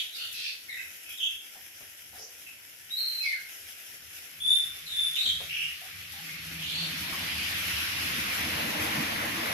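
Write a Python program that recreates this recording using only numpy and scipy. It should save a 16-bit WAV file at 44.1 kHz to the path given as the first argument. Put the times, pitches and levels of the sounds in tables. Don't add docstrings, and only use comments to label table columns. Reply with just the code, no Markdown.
import sys
import numpy as np
from scipy import signal
from scipy.fft import rfft, irfft, next_fast_len
from scipy.io import wavfile
from scipy.ndimage import uniform_filter1d, map_coordinates

SR = 44100
rng = np.random.default_rng(int(sys.argv[2]) if len(sys.argv) > 2 else 0)


def bounce(signal):
    frames = np.transpose(np.atleast_2d(signal))
    limited = np.clip(frames, -1, 1)
    pcm = np.round(limited * 32767).astype(np.int16)
    wavfile.write(sys.argv[1], SR, pcm)


N = 420273

# time in seconds, level in dB before the quick flurries.
RAIN_LEVEL = [(0, -46.5), (1.7, -48), (2.7, -49.5), (3.1, -46), (5.9, -47.5), (9.53, -52)]
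# frequency in Hz, strength in dB per Hz.
RAIN_SPECTRUM = [(180, -16), (300, -9), (700, -7.5), (1150, -18), (1350, -2), (1910, 2.5), (3070, 3),
                 (4350, -8.5), (5300, 1.5), (8700, -8), (11700, 2.5), (15500, -11)]
# frequency in Hz, likeness from 0 to 1 (some sounds set a minimum).
EAR_LIKENESS = [(60, 1), (200, 0.91), (330, 0.86), (520, 0.014)]

# start in seconds, swell in seconds, hold in seconds, first pitch
# in Hz, settled pitch in Hz, peak level in dB before rasp and flutter, blur in Hz (of the first partial).
HOARSE_CALLS = [ (0, 0.00035, 0.0038, 3410, 3350, -30.5, 1803), (.125, 0.027, 0.17, 4010, 3534, -44.5, 400),
                (.142, .02, 0.079, 4540, 4310, -44, 810), (.172, 0.017, 0.056, 2715, 2986, -41.5, 506),
                (.195, 0.014, 0.03, 1430, 1463, -54.5, 302), (.333, 0.02, 0.094, 2620, 2544, -45, 401),
                (.44, 0.0081, 0.039, 2785, 2500, -40, 607), (.34, 0.04, 0.12, 4374, 3990, -39.5, 3010),
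                (.68, 0.0067, 0.12, 2102, 2030, -43.5, 449), (.69, 0.01, 0.042, 3980, 3720, -47.5, 467),
                (.77, 0.008, 0.022, 1610, 1573, -52.5, 150), (1.05, 0.01, 0.068, 2566, 2646, -48.5, 688),
                (1.1, 0.0063, 0.038, 3360, 3300, -47, 452), (1.172, .026, .003, 3880, 2860, -37.5, 250),
                (1.2, 0.025, 0.052, 3046, 3267, -31.5, 563), (2.18, 0.04, 0.018, 5190, 6030, -47.5, 2000),
                (3.222, 0.01, 0.074, 5040, 4130, -43, 2170), (3.205, 0.0082, 0.052, 2550, 2444, -39, 182),
                (3.232, 0.035, 0.073, 2320, 2128, -31, 149), (5.252, 0.039, 0.02, 3104, 3310, -30.5, 300),
                (3.31, 0.018, 0.056, 1988, 1540, -47.5, 301), (4.86, 0.048, 0.035, 4190, 3555, -38.5, 448),
                (5.155, 0.0056, 0.014, 2950, 2750, -34, 1103), (5.14, 0.058, 0.032, 3336, 3900, -32, 500),
                (5.246, .004, 0.046, 3780, 3677, -30.5, 547), (5.21, 0.023, 0.027, 4160, 4400, -39, 400),
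                (5.49, 0.041, 0.13, 2580, 2788, -34.5, 790), (6.612, 0.027, 0.22, 3128, 3450, -38.5, 1503),
                (6.69, 0.039, 0.12, 3730, 4420, -40.5, 650)]
# swell in dB, fade in dB per second, glide time in seconds.
HOARSE_MOTION = (4.2, 350, .04)
# start in seconds, swell in seconds, hold in seconds, first pitch in Hz,
# settled pitch in Hz, peak level in dB before flutter, blur in Hz (of the first partial).
WHISTLED_NOTES = [ (.76, 0.027, 0.038, 2540, 2580, -45.5, 243), (1.203, 0.005, 0.094, 2740, 2717, -44, 229),
                  (2.46, 0.0085, 0.013, 2670, 2605, -47, 493),
                  (2.895, 0.031, 0.057, 3705, 4010, -34.5, 171),
                  (2.96, 0.022, 0.13, 4256, 4187, -32.5, 298.5),
                  (3.125, 0.028, 0.057, 4160, 4084, -34, 171), (4.4, 0.11, 0.056, 3380, 3541, -23.5, 197),
                  (4.92, 0.072, 0.073, 3503, 3540, -29, 204.6), (5.57, 0.044, 0.024, 2840, 2860, -39, 295),
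                  (6.275, 0.011, 0.048, 2155, 2157, -47.5, 198)]
# swell in dB, fade in dB per second, glide time in seconds.
WHISTLE_MOTION = (15.7, 250, 0.046)
WHISTLE_OVERTONES_DB, HOARSE_OVERTONES_DB = (-26.5, -16.5), (-18.5,)
FADE_END_DB = 35

# start in seconds, peak level in dB (the average starts 9.5 dB
# lower), time in seconds to fade by 60 dB.
LEAF_SPLASHES = [(0.3262, -31, 0.3), (1.0914, -35, 0.76), (5.1557, -31, 0.88), (6.12, -34, .3)]
# start in seconds, level in dB, centre in Hz, time in seconds to fall to
HEAVY_DRIPS = [(1.553, -54.5, 765, 0.04, 0.2), (1.804, -53, 613, 0.04, 0.5),
               (2.126, -54.5, 736, 0.12, 0.25), (2.178, -58, 463, .11, 0.05),
               (5.248, -48.5, 670, 0.035, 0.9), (5.25, -55, 270, 0.056, 0), (5.401, -45, 630, 0.041, 0.33),
               (5.815, -54.5, 736, 0.055, 0), (6.132, -56, 810, 0.096, 0.07),
               (7.124, -39, 1122, 0.029, 0.12)]

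# time in seconds, nearness as tyre hiss in dB before lingering and wavering, engine load
# as drone in dB before the throb, engine note in Hz, note level in dB before the throb.
CAR_PATH = [(0, -76.5, -77, 161.6, -90), (4.2, -54.5, -77.5, 161.5, -78.5), (5, -45, -70.5, 159, -66),
            (5.7, -44.5, -77, 159, -61.5), (6.08, -45, -73, 162, -71.5), (6.22, -43.5, -59, 163, -57),
            (6.9, -37, -52, 167.2, -47.5), (7.3, -33, -49, 170.9, -52), (7.8, -32, -51.5, 172.7, -55),
            (8.2, -32.5, -46.5, 191.1, -55), (8.8, -33, -41.5, 212, -47.5),
            (9.53, -35.5, -43, 232.2, -53.5)]
# frequency in Hz, strength in dB per Hz.
BOOM_SPECTRUM = [(50, -45), (72, -9.5), (95, -9), (130, -19.5), (200, -67)]
# frequency in Hz, strength in dB per Hz.
DRONE_SPECTRUM = [(90, -36), (130, -3.5), (320, -4), (390, -15), (600, -72)]
# frequency in Hz, strength in dB per Hz.
ROAR_SPECTRUM = [(300, -79), (430, 6), (1100, 6.5), (2000, -68)]
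# frequency in Hz, strength in dB per Hz.
COMING_SPECTRUM = [(650, -103), (1100, -8), (2410, 5), (5360, -5), (8160, -23), (11800, -11.5),
                   (15500, -36)]
# frequency in Hz, strength in dB per Hz.
GOING_SPECTRUM = [(650, -20), (1100, -4.5), (2090, 2.5), (6320, -14.5), (8160, -30), (11100, -13),
                  (15500, -27)]
FAR_BOOM_DB, FAR_DRONE_DB, FAR_ROAR_DB = -76, -91, -73
BOOM_DB, BOOM_GROWS, SPRAY_DB = -15, 1.054, -7
ROAR_DB, ROAR_GROWS = 30, 1.66
UPPER_RATIO, UPPER_FROM_HZ, UPPER_DB_PER_HZ = 1.45, 212, 1
NOTE_BLUR_HZ, LINGER_DB = 29.94, 3
LEFT_LEAD_S = 0.000472

# frequency in Hz, left over right in dB.
LEFT_OVER_RIGHT = [(5000, 0), (8000, -2), (10500, 9.5), (15000, 2)]
TOP_HZ = 15600


def amp(db):
    return 10 ** (np.asarray(db) / 20)


def unit(x):
    return x / np.sqrt(np.mean(np.abs(x) ** 2) + 1e-20)


def along(points, hz):
    f, v = np.transpose(points)
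    return np.interp(np.log(hz + 1), np.log(f + 1), v)


def curves(rows, t):
    times, *columns = np.transpose(rows)
    return [np.interp(t, times, column) for column in columns]


def wobble(knots):
    return map_coordinates(rng.standard_normal(4096), [knots])


def filtered(x, response):
    padded = next_fast_len(N + 8192)
    hz = np.fft.rfftfreq(padded, 1 / SR)
    return irfft(rfft(x, padded) * response(hz), padded)[..., :N]


def patchy(x, depth_db, bins, frames):
    z = signal.stft(x, nperseg=512)[2]
    field = rng.standard_normal(z.shape[1:])
    field = uniform_filter1d(field, size=bins, axis=0)
    field = uniform_filter1d(field, size=frames, axis=1)
    return signal.istft(z * amp(depth_db * unit(field)), nperseg=512)[1][:, :N]


def rush(source, spectrum, patchy_db, direct=0):
    pair = patchy(source, patchy_db, bins=5, frames=9)

    def mid_side(hz):
        turn = np.arccos(np.clip(along(EAR_LIKENESS, hz), direct, 1)) / 2
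        return amp(along(spectrum, hz)) * np.array([np.cos(turn), np.sin(turn)])

    mid, side = filtered(pair, mid_side)
    return unit(np.array([mid + side, mid - side]))


def rain():
    t = np.arange(N) / SR
    noise, pick = rng.standard_normal((2, N)), rng.random((2, N))
    size = rng.exponential(size=(2, N))
    ticks = unit((pick < 1500 / SR) * np.sign(noise) * amp(4.2 * np.minimum(size, 5)))
    flurries = amp(0.8 * wobble(9 * t) + 1.3 * wobble(24 * t))
    falling = amp(curves(RAIN_LEVEL, t)[0])
    spray = amp(curves(CAR_PATH, t)[0] + SPRAY_DB)
    return np.hypot(falling, spray) * flurries * rush(noise + 0.5 * ticks, RAIN_SPECTRUM, patchy_db=1.4)


def sing(rows, motion, overtones_db):
    swell_db, fade_db, glide = motion
    for start, swell, hold, first_hz, settled_hz, peak_db, blur_hz in rows:
        t = np.arange(0, swell + hold + FADE_END_DB / fade_db, 1 / SR)
        rise_db = swell_db * np.clip(1 - t / swell, 0, 1)
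        fall_db = fade_db * np.maximum(t - swell - hold, 0)
        hz = settled_hz + (first_hz - settled_hz) * np.exp(-t / glide)
        yield start, hz, peak_db - rise_db - fall_db, blur_hz, overtones_db


def scatter(knots):
    core, halo = (wobble(pace * knots) + 1j * wobble(pace * knots) for pace in (0.6, 1.45))
    return unit(core + 0.82 * halo)


def flutter(notes, alike):
    out = np.zeros((2, N + SR))
    for start, hz, db, blur_hz, overtones_db in notes:
        t = np.arange(len(hz)) / SR
        edge = np.clip((t + (start < 0.01)) / 0.0068, 0, 1)
        for k, part_db in enumerate((0, *overtones_db), 1):
            both, *own = [scatter(blur_hz * k ** 0.7 * t) for path in range(3)]
            mix = np.sqrt(alike) * both + np.sqrt(1 - alike) * np.array(own)
            tone = np.exp(2j * np.pi * k * np.cumsum(hz) / SR)
            shape = amp(db + part_db) * edge
            power = np.sum(np.abs(mix * shape) ** 2, axis=1, keepdims=True) / np.sum(shape ** 2)
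            sound = np.sqrt(2 / power) * shape * np.real(mix * tone)
            out[:, round(start * SR):][:, :len(t)] += sound
    return out[:, :N]


def birds():
    t = np.arange(N) / SR
    rasp = unit(amp(1.5 * np.clip(wobble(300 * t), -2, 1.5)))
    strands = flutter(sing(HOARSE_CALLS, HOARSE_MOTION, HOARSE_OVERTONES_DB), alike=0)
    hoarse = patchy(strands, depth_db=2.5, bins=2, frames=16)
    whistles = flutter(sing(WHISTLED_NOTES, WHISTLE_MOTION, WHISTLE_OVERTONES_DB), alike=0)
    return whistles + rasp * hoarse


def garden(x):
    t = np.arange(SR // 2) / SR
    tail = rng.standard_normal((2, len(t))) * amp(-60 * t / 0.49)
    return signal.fftconvolve(x, tail / np.linalg.norm(tail[0]), axes=1)[:, :N]


def splashes():
    level, t = np.zeros(N + SR), np.arange(SR // 2) / SR
    for start, peak_db, fade_s in LEAF_SPLASHES:
        level[round(start * SR):][:len(t)] += amp(peak_db - 9.5 - 60 * t / fade_s)
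    noise = rng.standard_normal((2, N))
    spray = filtered(noise, lambda hz: amp(along(RAIN_SPECTRUM, hz)) * hz / (hz + 9000))
    return unit(spray) * level[:N]


def thuds():
    out, f = np.zeros((2, N + SR)), np.fft.rfftfreq(SR // 2, 1 / SR)
    t = np.arange(SR // 2) / SR
    for start, db, hz, length, splatter in HEAVY_DRIPS:
        body = splatter / (1 + f / 3000) + 1 / (1 + ((f - hz) / 70) ** 2)
        both, *own = rng.standard_normal((3, SR // 2))
        shape = np.clip(t / 0.0031, 0, 1) / (1 + (t / length) ** 3)
        puff = irfft(rfft(both + np.array(own)) * body) * shape
        level = amp(db) * np.linalg.norm(shape) * np.sqrt(2) / np.linalg.norm(puff)
        out[:, round(start * SR):][:, :len(t)] += level * puff
    return out[:, :N]


def road():
    t = np.arange(N) / SR
    near_db, load_db, note_hz, note_db = curves(CAR_PATH, t)
    noise = rng.standard_normal((5, 2, N))

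    boom_level = np.hypot(amp(FAR_BOOM_DB), amp(BOOM_DB + BOOM_GROWS * near_db))
    boom = boom_level * rush(noise[0], BOOM_SPECTRUM, patchy_db=1.0)
    drone_level = np.hypot(amp(FAR_DRONE_DB), amp(load_db))
    drone = drone_level * rush(noise[1], DRONE_SPECTRUM, patchy_db=2.5)
    upper_db = UPPER_DB_PER_HZ * np.minimum(note_hz - UPPER_FROM_HZ, 0)
    notes = [(0, note_hz, note_db, NOTE_BLUR_HZ, ()),
             (0, UPPER_RATIO * note_hz, note_db + upper_db, NOTE_BLUR_HZ, ())]
    engines = flutter(notes, alike=0.98)
    throb_depth_db = np.interp(t, (5.8, 6.6), (5.5, 1.2))
    throb = amp(throb_depth_db * np.clip(1.3 * wobble(9 * t), -2.5, 1))

    roar_level = np.hypot(amp(FAR_ROAR_DB), amp(ROAR_DB + ROAR_GROWS * load_db))
    roar = roar_level * rush(noise[2], ROAR_SPECTRUM, patchy_db=2.55, direct=0.31)
    past = np.clip((t - 7.4) / 2.0, 0, 1)
    coming = np.sqrt(1 - past) * rush(noise[3], COMING_SPECTRUM, patchy_db=2.0)
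    going = np.sqrt(past) * rush(noise[4], GOING_SPECTRUM, patchy_db=1.5, direct=0.27)
    hiss = amp(near_db + LINGER_DB * past ** 2 + 0.24 * wobble(5 * t)) * (coming + going)
    left, right = roar + hiss
    right_delay = LEFT_LEAD_S * np.clip(2 * past, 0, 1)
    right = map_coordinates(right, [(t - right_delay) * SR])
    return throb * (boom + engines) + np.sqrt(throb) * drone + np.array([left, right])


def scene():
    calls = birds()
    echoes = amp(-0.5) * garden(calls)
    return rain() + calls + echoes + splashes() + thuds() + road()


def record(dry):
    def microphones(hz):
        return amp(np.outer([0.5, -0.5], along(LEFT_OVER_RIGHT, hz))) * (hz < TOP_HZ)

    return filtered(dry, microphones)


dry = scene()
out = record(dry)
bounce(out)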